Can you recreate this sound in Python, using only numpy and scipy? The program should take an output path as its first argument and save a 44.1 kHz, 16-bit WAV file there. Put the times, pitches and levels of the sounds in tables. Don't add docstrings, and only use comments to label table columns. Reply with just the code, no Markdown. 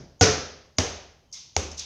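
import sys
import numpy as np
from scipy import signal
from scipy.fft import rfft, irfft
from scipy.io import wavfile
from scipy.ndimage import uniform_filter1d

SR = 44100
rng = np.random.default_rng(int(sys.argv[2]) if len(sys.argv) > 2 else 0)


def amplitude_ratio(level_db):
    exponent = np.asarray(level_db, float) / 20
    return 10 ** exponent


def store_pcm(level_fs):
    pcm = np.round(np.clip(level_fs, -1, 1) * 32767).astype(np.int16)
    wavfile.write(sys.argv[1], SR, np.atleast_2d(pcm).T)


N = 81585
LEAD = 8192


def evened(x):
    return x / np.sqrt(np.mean(x ** 2) + 1e-20)


def read(points, hz):
    f, value = np.transpose(points)
    return np.interp(np.log(hz + 1), np.log(f + 1), value)


def add(mix, s, sound):
    part = mix[LEAD + round(s * SR):][:len(sound)]
    part += sound[:len(part)]


def coloured(x, points):
    log_gain = np.log(amplitude_ratio(read(points, abs(np.fft.fftfreq(8192, 1 / SR)))))
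    spectrum = np.exp(log_gain - 1j * signal.hilbert(log_gain).imag)
    taps = np.fft.ifft(spectrum).real[:4096]
    return signal.fftconvolve(x, taps)[:len(x)]


def rings(modes, rise_s):
    waver, waver_s = 0.6, 0.018
    width = round(waver_s * SR)
    t = np.arange(SR) / SR
    total = np.zeros(SR)
    for hz, db, t60 in modes:
        drift = rng.standard_normal((SR, 2)) @ [1, 1j]
        drift = uniform_filter1d(uniform_filter1d(drift, width), width)
        wobble = 1 + waver * np.sqrt(waver_s * SR) * drift * np.minimum(t / waver_s, 1)
        partial = (wobble * np.exp(2j * np.pi * (hz * t + rng.random()))).real
        total += amplitude_ratio(db - 60 * t / t60) * partial
    return (1 - np.exp(-t / rise_s)) * total


# (frequency [Hz], t60 [s])
GARAGE_DECAY = [(100, .74), (260, 0.54), (700, 0.69), (1840, 0.65), (4850, 0.62), (7000, 0.49),
                (9000, 0.32), (14000, 0.46)]


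def tail(points, build_s):
    noise = evened(coloured(rng.standard_normal(SR), points))
    hz, t, z = signal.stft(noise, SR, nperseg=256)
    t60 = np.clip(read(GARAGE_DECAY, hz), 0.1, 3)[:, None]
    out = signal.istft(z * amplitude_ratio(-60 * t / t60), SR, nperseg=256)[1][:SR]
    return out * (1 - np.exp(-np.arange(SR) / SR / build_s))


# (frequency [Hz], level [dB])
HUM_COLOUR = [(18, -13.5), (30, -4), (113, -1.5), (400, -13.5), (1140, -19), (1790, -38), (2990, -23.5),
              (5000, -28.5)]


def hum():
    return amplitude_ratio(-67.5) * evened(coloured(rng.standard_normal(N + LEAD), HUM_COLOUR))


# (time [s], frequency [Hz], level [dB], t60 [s])
SQUEAKS = [
    (1.255, 3050, -76, .6),
    (1.333, 2050, -62, .4),
    (1.711, 5350, -47, .04),
]


def squeaks(mix):
    for s, hz, db, t60 in SQUEAKS:
        add(mix, s, rings([(hz, db, t60), (hz + 90, db, t60)], 0.004))


def scuff(colour, rise_s, hold_s, dry_db, tail_db):
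    clicks_per_s, spread_db, fall_s = 7000, 2.5, 0.0051
    t = np.arange(SR) / SR
    struck = rng.random(SR) < clicks_per_s / SR
    size = amplitude_ratio(spread_db * np.minimum(rng.exponential(1, SR), 4))
    grit = struck * size * rng.standard_normal(SR)
    stroke = np.minimum(t / rise_s, 1) ** 2 * np.exp(-np.maximum(t - rise_s - hold_s, 0) / fall_s)
    direct = amplitude_ratio(dry_db) * stroke * evened(coloured(grit, colour))
    return direct + amplitude_ratio(tail_db) * tail(colour, rise_s + 0.5 * hold_s)


# (start [s], rise [s], hold [s], dry level [dB], tail level [dB])
TOE_SLIDES = [
    (1.313, 0.0012, 0.0027, -61, -73.5),
    (1.324, .004, 0.015, -37, -36),
    (1.713, 0.00073, .006, -41, -50),
    (1.724, 0.0016, 0.0038, -53, -53),
    (1.786, 0.008, .006, -29.5, -37),
    (1.768, 0.011, .002, -35, -38.5),
]
SOLE_DRAGS = [
    (1.332, 0.005, .04, -57, -46),
    (1.779, 0.0059, .04, -46, -40.5),
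]
# (frequency [Hz], level [dB])
TOE_COLOUR = [(300, -53), (2500, -27), (4000, -5.5), (5500, 2.5), (6500, -0.5), (9000, 2)]
SOLE_COLOUR = [(300, -35), (1000, -10), (1800, -14.5), (2100, -6), (2600, -4), (3700, 3.5), (4700, -0.5),
               (6000, -14)]


def shoes(mix):
    for s, *stroke in TOE_SLIDES:
        add(mix, s, scuff(TOE_COLOUR, *stroke))
    for s, *stroke in SOLE_DRAGS:
        add(mix, s, scuff(SOLE_COLOUR, *stroke))


# (frequency [Hz], level [dB], t60 [s])
FRAME_RINGS = [(434.3, 6.5, 0.21), (410.7, -16.5, 0.6), (519.6, -15, 0.57), (714.5, -12, .4),
               (975, -12, .2), (1334, -16, 0.45), (1600, -14.5, 0.084)]


def goal_frame():
    return amplitude_ratio(-12.5) * rings(FRAME_RINGS, 0.075)


# (delay [s], level [dB])
BAR_ECHOES = [(.0007, -3), (.0015, -4.5), (.0026, 0), (.0031, -10.5), (.0041, -3), (.0068, -3.5),
              (.0145, -7.5)]
FLOOR_ECHOES = [(.0011, -16), (.0018, -11), (.0022, -6), (.0026, -9), (.0031, -9), (.0034, -9), (.006, -15)]
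WALL_ECHOES = [(.0006, -14), (.0014, -7.5), (.0024, -22), (.0032, -12), (0.012, -20)]
ECHOES = (FLOOR_ECHOES, BAR_ECHOES, FLOOR_ECHOES, WALL_ECHOES)
CONTACT_S = (.0001, 0.000025, 0.000025, 0.000024)


def slap(k):
    paths = np.zeros(SR)
    paths[0] = 1
    for j, (delay_s, db) in enumerate(ECHOES[k]):
        paths[round(delay_s * SR)] = -(-1) ** j * amplitude_ratio(db)
    u = np.arange(400) / SR / CONTACT_S[k]
    pulse = -u * (2.6 - u) * np.exp(-u)
    return signal.fftconvolve(paths, pulse)[:SR]


# (frequency [Hz], level [dB], t60 [s])
BAR_RINGS = [(189.4, -7, .15), (284, -13.5, 0.32), (477.4, -6, 0.16), (719.4, 1, 0.037), (734, -6.5, 0.11),
             (1420, -15.5, 0.12), (1463, -6, 0.21), (4600, -9.5, .04)]
FLOOR_RINGS = [(186.5, -2, 0.062), (259, -2.5, 0.11), (445, -9.5, 0.072), (329.5, -16, .2),
               (564, -15, 0.099), (630, -7.5, 0.13), (790, -4.5, .04), (855, -11, 0.018), (2103, 3, 0.023),
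               (4990, 11, 0.0088)]
WALL_RINGS = [(202, -9.5, 0.063), (437, 1, 0.027), (805, 16, 0.013), (910, -14, .02), (2297, 8.5, 0.014),
              (4534, -8, 0.0087), (6600, 15.5, 0.0081)]
BODIES = (FLOOR_RINGS, BAR_RINGS, FLOOR_RINGS, WALL_RINGS)


def body(k):
    return rings(BODIES[k], 0.0015)


# (frequency [Hz], level [dB])
KICK_COLOUR = [(88, -22), (150, -6.5), (680, -15), (996, -26.5), (1690, -25.5), (2910, -31.5), (5000, -27),
               (9000, -37.5)]
BAR_COLOUR = [(88, -29.5), (150, -17), (346, -13.5), (520, -10.5), (885, -21), (1420, -17), (3130, -20.5),
              (5000, -19), (9000, -21)]
FLOOR_COLOUR = [(88, -25), (150, -10), (438, -1.5), (764, -6), (1000, -11), (1930, -10.5), (3840, -11),
                (5000, -13.5), (9000, -10)]
WALL_COLOUR = [(88, -22), (150, -9.5), (478, -4.5), (800, -11), (1370, -15), (1840, -18.5), (2580, -12.5),
               (5000, -17.5), (9000, -11.5)]
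COLOURS = (KICK_COLOUR, BAR_COLOUR, FLOOR_COLOUR, WALL_COLOUR)
BUILD_S = (.01, 0.0044, 0.0031, 0.004)


def garage(k):
    return tail(COLOURS[k], BUILD_S[k])


def low_rise(t):
    return 1 - np.exp(-t / 0.0066)


# (frequency [Hz], t60 [s], kick level [dB], bar level [dB], floor level [dB], wall level [dB])
ROOM_MODES = [(48.3, 0.82, -7.5, -23, -13, -15), (64.55, .9, -17, -21.5, -12, -17),
              (74.8, 0.79, -8.5, -13, -7, -1.5), (81, 0.48, -9, -17, -4, -18),
              (87.05, 0.61, -7.5, -8, -4, -8.5), (96.3, 0.31, -23.5, 0.5, -2.5, -23),
              (108, 0.34, -12.5, -8, -5.5, -10.5), (130, 0.35, 3.5, -17, -16, -17),
              (141, .5, -1, -7.5, -16, -25), (190.1, 0.49, -17, -8.5, -11, -11)]


def boom(k):
    t = np.arange(SR) / SR
    total = np.zeros(SR)
    for hz, t60, *levels_db in ROOM_MODES:
        total += amplitude_ratio(levels_db[k] - 60 * t / t60) * np.sin(2 * np.pi * hz * t)
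    return low_rise(t) * total


# (frequency [Hz], level [dB], t60 [s])
THUMPS = [
    (90, -66.5, 0.19),
    (96, -13, 0.13),
    (88.5, -19.5, 0.13),
    (81.7, -25, 0.19),
]


def thump(k):
    t = np.arange(SR) / SR
    hz, db, t60 = THUMPS[k]
    return low_rise(t) ** 2 * amplitude_ratio(db - 60 * t / t60) * np.sin(2 * np.pi * hz * t)


# (time [s], slap level [dB], body level [dB], tail level [dB], boom level [dB])
BLOWS = [
    (-.06, -60, -56, -44, -45),
    (0.2108, -1, -14.5, -15.5, -22.5),
    (.7848, 2, -22, -23, -35),
    (1.5653, 2.5, -23.5, -27, -34),
]


def blow(k):
    _, slap_db, body_db, tail_db, boom_db = BLOWS[k]
    near = amplitude_ratio(slap_db + 3) * slap(k) + amplitude_ratio(body_db) * body(k) + thump(k)
    room = amplitude_ratio(tail_db) * garage(k) + amplitude_ratio(boom_db) * boom(k)
    return near + room


def scene():
    mix = hum()
    squeaks(mix)
    shoes(mix)
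    add(mix, BLOWS[1][0] + 0.018, goal_frame())
    for k in range(len(BLOWS)):
        add(mix, BLOWS[k][0], blow(k))
    return mix[None, LEAD:]


def band_limit(x):
    return signal.sosfilt(signal.butter(12, 15500, fs=SR, output="sos"), x)


# (frequency [Hz], level [dB])
MIC = [(25, -2), (60, 3.5), (4000, 0), (6300, 8.5), (9000, 1), (15500, -22)]
TOP_CUT = [(6500, 1.5), (6900, -6.5), (7400, -10), (8200, -19.5)]


def record(dry):
    x = coloured(dry[0], MIC)
    cut = amplitude_ratio(read(TOP_CUT, np.fft.rfftfreq(2 * N, 1 / SR)))
    x = irfft(rfft(x, 2 * N) * cut, 2 * N)[:N]

    smear_s = 0.0165
    t = np.arange(round(smear_s * SR)) / SR
    smear = amplitude_ratio(-63) * np.cos(2 * np.pi * 6700 * t)
    smear += amplitude_ratio(-82) * np.sin(2 * np.pi * 30 * t)
    smear += amplitude_ratio(-77) * rng.standard_normal(len(t))
    x = x + np.append(signal.fftconvolve(x, smear)[len(t):], 0)

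    knee, ceiling = 0.72, 0.98
    room = ceiling - knee
    over = np.maximum(abs(x) - knee, 0)
    x = x - np.sign(x) * (over - room * np.tanh(over / room))
    x = x + amplitude_ratio(-83.5) * rng.standard_normal(N)
    return band_limit(x[None])


dry = scene()
out = record(dry)
store_pcm(out)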